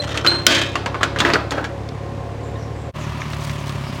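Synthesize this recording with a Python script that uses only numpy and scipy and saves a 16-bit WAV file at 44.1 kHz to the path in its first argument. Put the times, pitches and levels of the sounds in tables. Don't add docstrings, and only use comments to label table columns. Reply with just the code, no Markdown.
import sys
import numpy as np
from scipy import signal
from scipy.fft import rfft, irfft, next_fast_len
from scipy.io import wavfile
from scipy.ndimage import uniform_filter1d

SR = 44100
rng = np.random.default_rng(int(sys.argv[2]) if len(sys.argv) > 2 else 0)


def master_out(mix):
    frames = np.transpose(np.atleast_2d(mix))
    ceiling = np.clip(frames, -1, 1)
    pcm = np.round(ceiling * 32767).astype(np.int16)
    wavfile.write(sys.argv[1], SR, pcm)


N = 176400
T = np.arange(N) / SR

# frequency in Hz, level in dB.
STEEL_CONTACT = [(120, -18.5), (300, 0.5), (700, -4), (1300, 1), (2200, -0.5), (3300, 0), (5000, -8),
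                 (7000, -9), (10000, -25.5), (16000, -38)]


def amp(db):
    return 10 ** (np.asarray(db) / 20)


def unit(x):
    return x / np.sqrt(np.mean(x ** 2) + 1e-20)


def along(points, hz):
    f, v = np.transpose(points)
    return np.interp(np.log(hz + 1), np.log(f + 1), v)


def filtered(x, gain):
    m = next_fast_len(len(x) + 8192)
    return irfft(rfft(x, m) * gain(np.fft.rfftfreq(m, 1 / SR)), m)[:len(x)]


def shelf(hz, treble_db, corner_hz=2570):
    return amp(treble_db * hz ** 4 / (hz ** 4 + corner_hz ** 4))


def near(hz, part_hz, octaves=0.2):
    return np.exp(-(np.log2((hz + 1) / part_hz) / octaves) ** 2)


def noise(spectrum, size, treble_db=0, partials_db=0, spacing_hz=20, part_hz=1000, part_db=0):
    knots = partials_db * np.clip(rng.standard_normal(8192), -2.2, 2.2)
    m = next_fast_len(size)
    hz = np.fft.rfftfreq(m, 1 / SR)
    partials = np.interp(hz / spacing_hz, np.arange(len(knots)), knots)
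    gain = amp(along(spectrum, hz) + partials + part_db * near(hz, part_hz)) * shelf(hz, treble_db)
    return unit(irfft(rfft(rng.standard_normal(m)) * gain, m)[:size])


def pulse(spectrum, size=8192):
    cepstrum = irfft(np.log(amp(along(spectrum, np.fft.rfftfreq(size, 1 / SR)))))
    cepstrum[1:size // 2] *= 2
    cepstrum[size // 2:] = 0
    return irfft(np.exp(rfft(cepstrum)))


def fade(t, t60):
    return np.exp(-np.log(1000) * t / t60)


def struck(t, t60=np.inf, attack_s=0.00024):
    return (1 - np.exp(-(t / attack_s) ** 2)) * fade(t, t60)


def add(out, s, x):
    part = out[max(0, round(s * SR)):][:len(x)]
    part += x[:len(part)]


def ring(modes, t, scatter_db=2):
    return sum(amp(db + scatter_db * rng.normal()) * fade(t, t60)
               * np.sin(2 * np.pi * (hz * t + rng.random())) for hz, db, t60 in modes)


def grains(per_s, t60, spread_db):
    hits = (rng.random(N) < per_s / SR) * amp(spread_db * np.clip(rng.standard_normal(N), -2, 2))
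    power = signal.fftconvolve(hits ** 2, fade(T[:SR // 10], t60) ** 2)[:N]
    return unit(np.sqrt(np.abs(power)))


def diesel(rate, firing_s, exhaust, clatter, exhaust_db, clatter_db, knock, knock_t60, rumble):
    cylinders_db = [-.6, 1.2, -.6]
    firings = np.cumsum(np.interp(T, *np.transpose(rate))) / SR
    stroke = np.floor(firings - np.interp(firing_s, T, firings)).astype(int)
    at = np.flatnonzero(np.diff(stroke)) + 1
    fire = np.zeros(N)
    fire[at] = amp(np.take(cylinders_db, stroke[at], mode="wrap") + .5 * rng.standard_normal(len(at)))
    thud = unit(signal.fftconvolve(fire, pulse(exhaust))[:N])
    t = T[:SR // 3]
    swell = unit(signal.fftconvolve(fire, np.minimum(t * 1000, 1) * fade(t, knock_t60))[:N])
    rattle = noise(clatter, N) * (1 + knock * swell)
    rattle = filtered(rattle, lambda hz: rumble + (1 - rumble) * hz ** 6 / (hz ** 6 + 150 ** 6))
    return amp(exhaust_db) * thud + amp(clatter_db) * unit(rattle)


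def engine_beside():
    # time in seconds, firing rate in Hz.
    rate = [(0, 36.53), (.6, 33.24), (.95, 34.15), (1.35, 35.81), (2.1, 34.9), (2.5, 35.98), (2.9, 37.38)]
    # frequency in Hz, level in dB.
    exhaust = [(20, -40), (36, -36), (52, -6), (70, 4), (106, 8), (142, 2.5), (180, -8.5), (280, -19),
               (450, -35), (900, -69)]
    clatter = [(120, 12.5), (200, -3), (253, -1.5), (554, -2), (618, -10.5), (690, -3), (923, -10),
               (1050, -9), (1300, -17), (1840, -17.5), (3070, -24.5), (7090, -34.5), (15500, -55)]
    return diesel(rate, 0.02479, exhaust, clatter, exhaust_db=-29.5, clatter_db=-31.5,
                  knock=0.087, knock_t60=0.05, rumble=0.18)


def whine(unsteady=0.6):
    # pitch in Hz, level in dB.
    tones = [(281, -50.5), (556, -40.5), (1055, -45.5)]
    waver = lambda: unit(filtered(rng.standard_normal(N), lambda hz: np.exp(-(hz / 10) ** 2)))
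    return sum(amp(db) * (1 + unsteady * waver()) * np.sin(2 * np.pi * hz * T) for hz, db in tones)


def chatter(ring_db=-4, tail_t60=0.45):
    # start and length in seconds, level and treble in dB, pitch of the loose part in Hz.
    bouts = [(0, 0.21, -30.5, -4, 584), (0.264, 0.074, -30, -7.5, 1000), (0.499, 0.055, -16.5, -0.5, 2490),
             (1.205, 0.12, -22.5, -45, 1510), (1.516, 0.05, -27, -49, 850)]
    out, t = np.zeros(N), T[:SR * 2 // 3]
    for s, length, db, treble_db, hz in bouts:
        steel = noise(STEEL_CONTACT, len(t), treble_db,
                      partials_db=5.5, spacing_hz=39.03, part_hz=hz, part_db=5)
        add(out, s, amp(db) * fade(np.maximum(t - length, 0), tail_t60) * steel)
    out *= grains(per_s=260, t60=.035, spread_db=3.5)
    ringing = unit(signal.fftconvolve(out, shell(treble_db=0))[:N])
    return out + amp(ring_db) * np.std(out) * ringing


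def shell(treble_db, part_hz=1000, part_db=0, modes_db=-8.5):
    # frequency in Hz, level in dB.
    colour = [(150, -4), (300, 2.5), (600, 3), (1000, 1), (1500, 0), (2400, -4.5), (3400, -3),
              (5500, -10.5), (9000, -24), (16000, -41)]
    # frequency in Hz, t60 in seconds.
    decay = [(300, 0.4), (1500, 0.39), (4000, 0.45), (12000, 0.24)]
    # frequency in Hz, level in dB, t60 in seconds.
    clear_modes = [(278, -6, .8), (345, -2, .8), (590, -7, .7), (682, -9, .6), (1090, -8, .45),
                   (1500, -7, .4), (1662, -6, .45), (2168, -10, .6), (2460, -7, .5), (2620, -8, .55),
                   (3194, -4, .45), (12680, -31, .25), (14740, -30, .2)]
    t = T[:SR * 2 // 3]
    plate = noise(colour, len(t), treble_db / 2,
                  partials_db=5.5, spacing_hz=14, part_hz=part_hz, part_db=part_db)
    hz, s, bands = signal.stft(plate, SR, nperseg=256)
    wash = signal.istft(bands * fade(s, along(decay, hz)[:, None]), SR, nperseg=256)[1][:len(t)]
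    modes = [(f, db + 20 * np.log10(shelf(f, treble_db)) + part_db * near(f, part_hz), t60)
             for f, db, t60 in clear_modes]
    return struck(t) * (wash + amp(modes_db) * ring(modes, t))


def pin(rough=0.4):
    # start in seconds, level in dB.
    strikes = [(0, -26.5), (0.274, -17), (0.31, -32.5)]
    # frequency in Hz, level in dB, t60 in seconds.
    modes = [(4060, -12.5, 0.38), (4170, -3, 0.47), (4100, 12, 0.046), (8320, -18.5, 0.42),
             (12730, -34, 0.14)]
    out, t = np.zeros(N), T[:SR // 2]
    for s, db in strikes:
        flutter = uniform_filter1d(uniform_filter1d(rng.standard_normal(len(t)), size=160), size=100)
        buzz = 1 + rough * unit(flutter)
        add(out, s, amp(db) * struck(t) * buzz * ring(modes, t, scatter_db=4.5))
    return out


def knocks():
    # start in seconds, level in dB, pitch in Hz, t60 in seconds.
    notes = [(0, -25, 587, .45), (.5, -29, 279, .8), (.757, -19, 1087, .08), (.757, -19, 1200, .07),
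             (.757, -24, 2810, .08), (1.24, -20, 348, .35), (1.295, -21, 680, .2), (1.336, -15, 440, .07),
             (1.53, -22, 592, .26), (2.557, -36, 1809, .1), (2.557, -37, 3736, .04)]
    out, t = np.zeros(N), T[:SR * 2 // 3]
    for s, db, hz, t60 in notes:
        add(out, s, amp(db) * struck(t, t60) * np.sin(2 * np.pi * hz * t))
    return out


def clanks(contact_db=-7, shell_db=-12.0):
    # start in seconds, relative level, treble and shell ring in dB,
    # t60 of the crash in seconds, pitch of the struck part in Hz.
    blows = [(0.151, -20.5, -8, 6.5, 0.046, 1360), (0.174, -9, 8, -27, 0.041, 2560),
             (.247, -11, -13, 4.5, 0.16, 1320), (.264, 0, 2, -13.5, 0.045, 3060),
             (0.316, -20, -44, 6.5, 0.12, 1490), (.466, 14.5, 14.5, -10.5, 0.023, 1400),
             (.575, -11, -7, -11, 0.12, 1570), (.755, -7, -9, -5.5, 0.05, 1200),
             (0.86, -8, -11.5, -6.5, 0.071, 950), (0.944, -12, -21.5, -3.5, 0.086, 1120),
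             (1.009, -19.5, -22, 10, 0.28, 1210), (1.031, 1, -5, -13.5, 0.065, 1450),
             (1.161, -10.5, -19, -2, 0.036, 1600), (1.187, -14, 12, -2.5, 0.13, 2780),
             (1.203, -0.5, -2.5, -11, 0.053, 3800), (1.25, -5, -13, 1.5, 0.021, 1790),
             (1.301, -8.5, -7.5, -9, 0.064, 2080), (1.335, -3.5, -6, -8.5, 0.083, 4460),
             (1.356, 1.5, -40, -15.5, 0.032, 1430), (1.508, -17, 10, -14, 0.062, 1520),
             (1.520, -11, -7, -4.5, 0.038, 720), (1.58, -6, -23, -11, 0.066, 1470),
             (1.642, -12.5, -8, -24, 0.099, 1600)]
    out, t = np.zeros(N), T[:SR // 6]
    for s, db, treble_db, ring_db, t60, hz in blows:
        crash = noise(STEEL_CONTACT, len(t), treble_db,
                      partials_db=2.5, spacing_hz=88.6, part_hz=hz, part_db=10)
        crack = 0.56 * struck(t, t60=0.01)
        add(out, s, amp(db + contact_db) * crash * (struck(t, t60) + crack))
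        add(out, s, amp(db + ring_db + shell_db) * shell(treble_db, hz, part_db=5))
    return out


def undergrowth():
    # start in seconds, relative level in dB, pitch in Hz.
    twigs = [(1.889, -20.5, 3730), (3.218, -11, 1810), (3.333, -13, 2580), (3.495, -15.5, 3180),
             (3.694, -19, 3500)]
    # time in seconds, level in dB.
    leaf_levels = [(3.3, -44), (3.4, -46), (3.47, -39.5), (3.55, -48.5), (3.63, -47), (3.68, -41.5),
                   (3.76, -51), (4, -50)]
    # frequency in Hz, level in dB.
    leaf_colour = [(1500, -32), (4000, 3.5), (8000, -2.5), (13000, -14), (16000, -9)]
    level = amp(np.interp(T, *np.transpose(leaf_levels), left=-120))
    out = level * noise(leaf_colour, N) * grains(per_s=220, t60=0.033, spread_db=-2.5)
    t = T[:SR // 20]
    for s, db, hz in twigs:
        colour = [(hz / 5, -22), (hz / 2, -4), (hz, 0), (hz * 2, -15), (hz * 5, -46)]
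        add(out, s, amp(db) / 2 * noise(colour, len(t)) * struck(t, t60=.018))
    return out


def birds(waver=0.135, echo_t60=.3):
    # start and length in seconds, first and last pitch in Hz, relative level in dB.
    whistles = [(2.406, 0.092, 7000, 7450, -52), (2.55, 0.13, 6100, 5400, -51),
                (2.723, 0.15, 7750, 7460, -57), (2.977, 0.089, 7700, 5130, -45),
                (3.192, 0.041, 7220, 4880, -42.5), (3.39, 0.039, 6800, 5370, -47),
                (3.563, 0.053, 7100, 5500, -48), (3.846, 0.059, 5050, 5000, -40.5)]
    out, t = np.zeros(N), T[:SR // 3]
    wobble = lambda size: unit(uniform_filter1d(rng.standard_normal(SR // 2), size=40))[:size]
    for s, length, start_hz, end_hz, db in whistles:
        progress = np.linspace(0, 1, int(length * SR))
        hz = start_hz + (end_hz - start_hz) * (progress + waver * wobble(len(progress)))
        envelope = np.sin(np.pi * progress) * (1 + wobble(len(progress)))
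        add(out, s, amp(db) * envelope * np.sin(2 * np.pi * np.cumsum(hz) / SR))
    trees = rng.standard_normal(len(t)) * fade(t, echo_t60)
    echoes = signal.fftconvolve(out, trees / np.linalg.norm(trees))[:N]
    return np.sqrt(.5) * (out + echoes)


def engine_front():
    # time in seconds, firing rate in Hz.
    rate = [(2.95, 37.26), (3.35, 37.02), (3.7, 35.27), (4, 33.33)]
    # frequency in Hz, level in dB.
    exhaust = [(20, -47), (36, -23), (53, -14), (72, 1.5), (108, 3), (145, 6.5), (180, -13.5), (240, -16),
               (400, -13.5), (900, -68)]
    clatter = [(120, 9.5), (200, 0.5), (263, -1.5), (327, -16), (365, -2.5), (399, -9), (497, -24.5),
               (544, -4), (842, -13), (957, -6), (1130, -6), (1400, -14), (2650, -15), (15500, -45)]
    return diesel(rate, 2.985, exhaust, clatter, exhaust_db=-27.5, clatter_db=-30.0,
                  knock=0.77, knock_t60=0.14, rumble=.2)


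def scene():
    cut_s, half_dip_s, ramp_s = 2.927, 0.0095, 0.024
    beside, front = engine_beside(), engine_front()
    engine = np.where(T < cut_s, beside + whine(), front)
    bucket = clanks() + pin() + knocks() + chatter()
    dip = np.clip((np.abs(T - cut_s) - half_dip_s) / ramp_s, .02, 1)
    return (dip * (engine + bucket + undergrowth() + birds()))[None]


def record(dry):
    limit_db, attack_s, release_db_per_s = -5.5, 0.0046, 82
    hardness, hiss_db = 2.9, -76
    low_cut_hz, top_hz = 34, 16000
    pole = np.exp(-1 / (attack_s * SR))
    smooth = lambda v: signal.lfilter([1 - pole], [1, -pole], v)
    over_db = np.maximum(10 * np.log10(smooth(dry[0] ** 2) + 1e-12) - limit_db, 0)
    held_db = np.maximum.accumulate(over_db + release_db_per_s * T) - release_db_per_s * T
    limited = dry[0] * amp(-smooth(held_db))
    clipped = limited / (1 + np.abs(limited) ** hardness) ** (1 / hardness)
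    hiss = amp(hiss_db) * rng.standard_normal(N)
    band = lambda hz: (hz < top_hz) * hz ** 4 / (hz ** 4 + low_cut_hz ** 4)
    return filtered(clipped + hiss, band)[None]


dry = scene()
out = record(dry)
master_out(out)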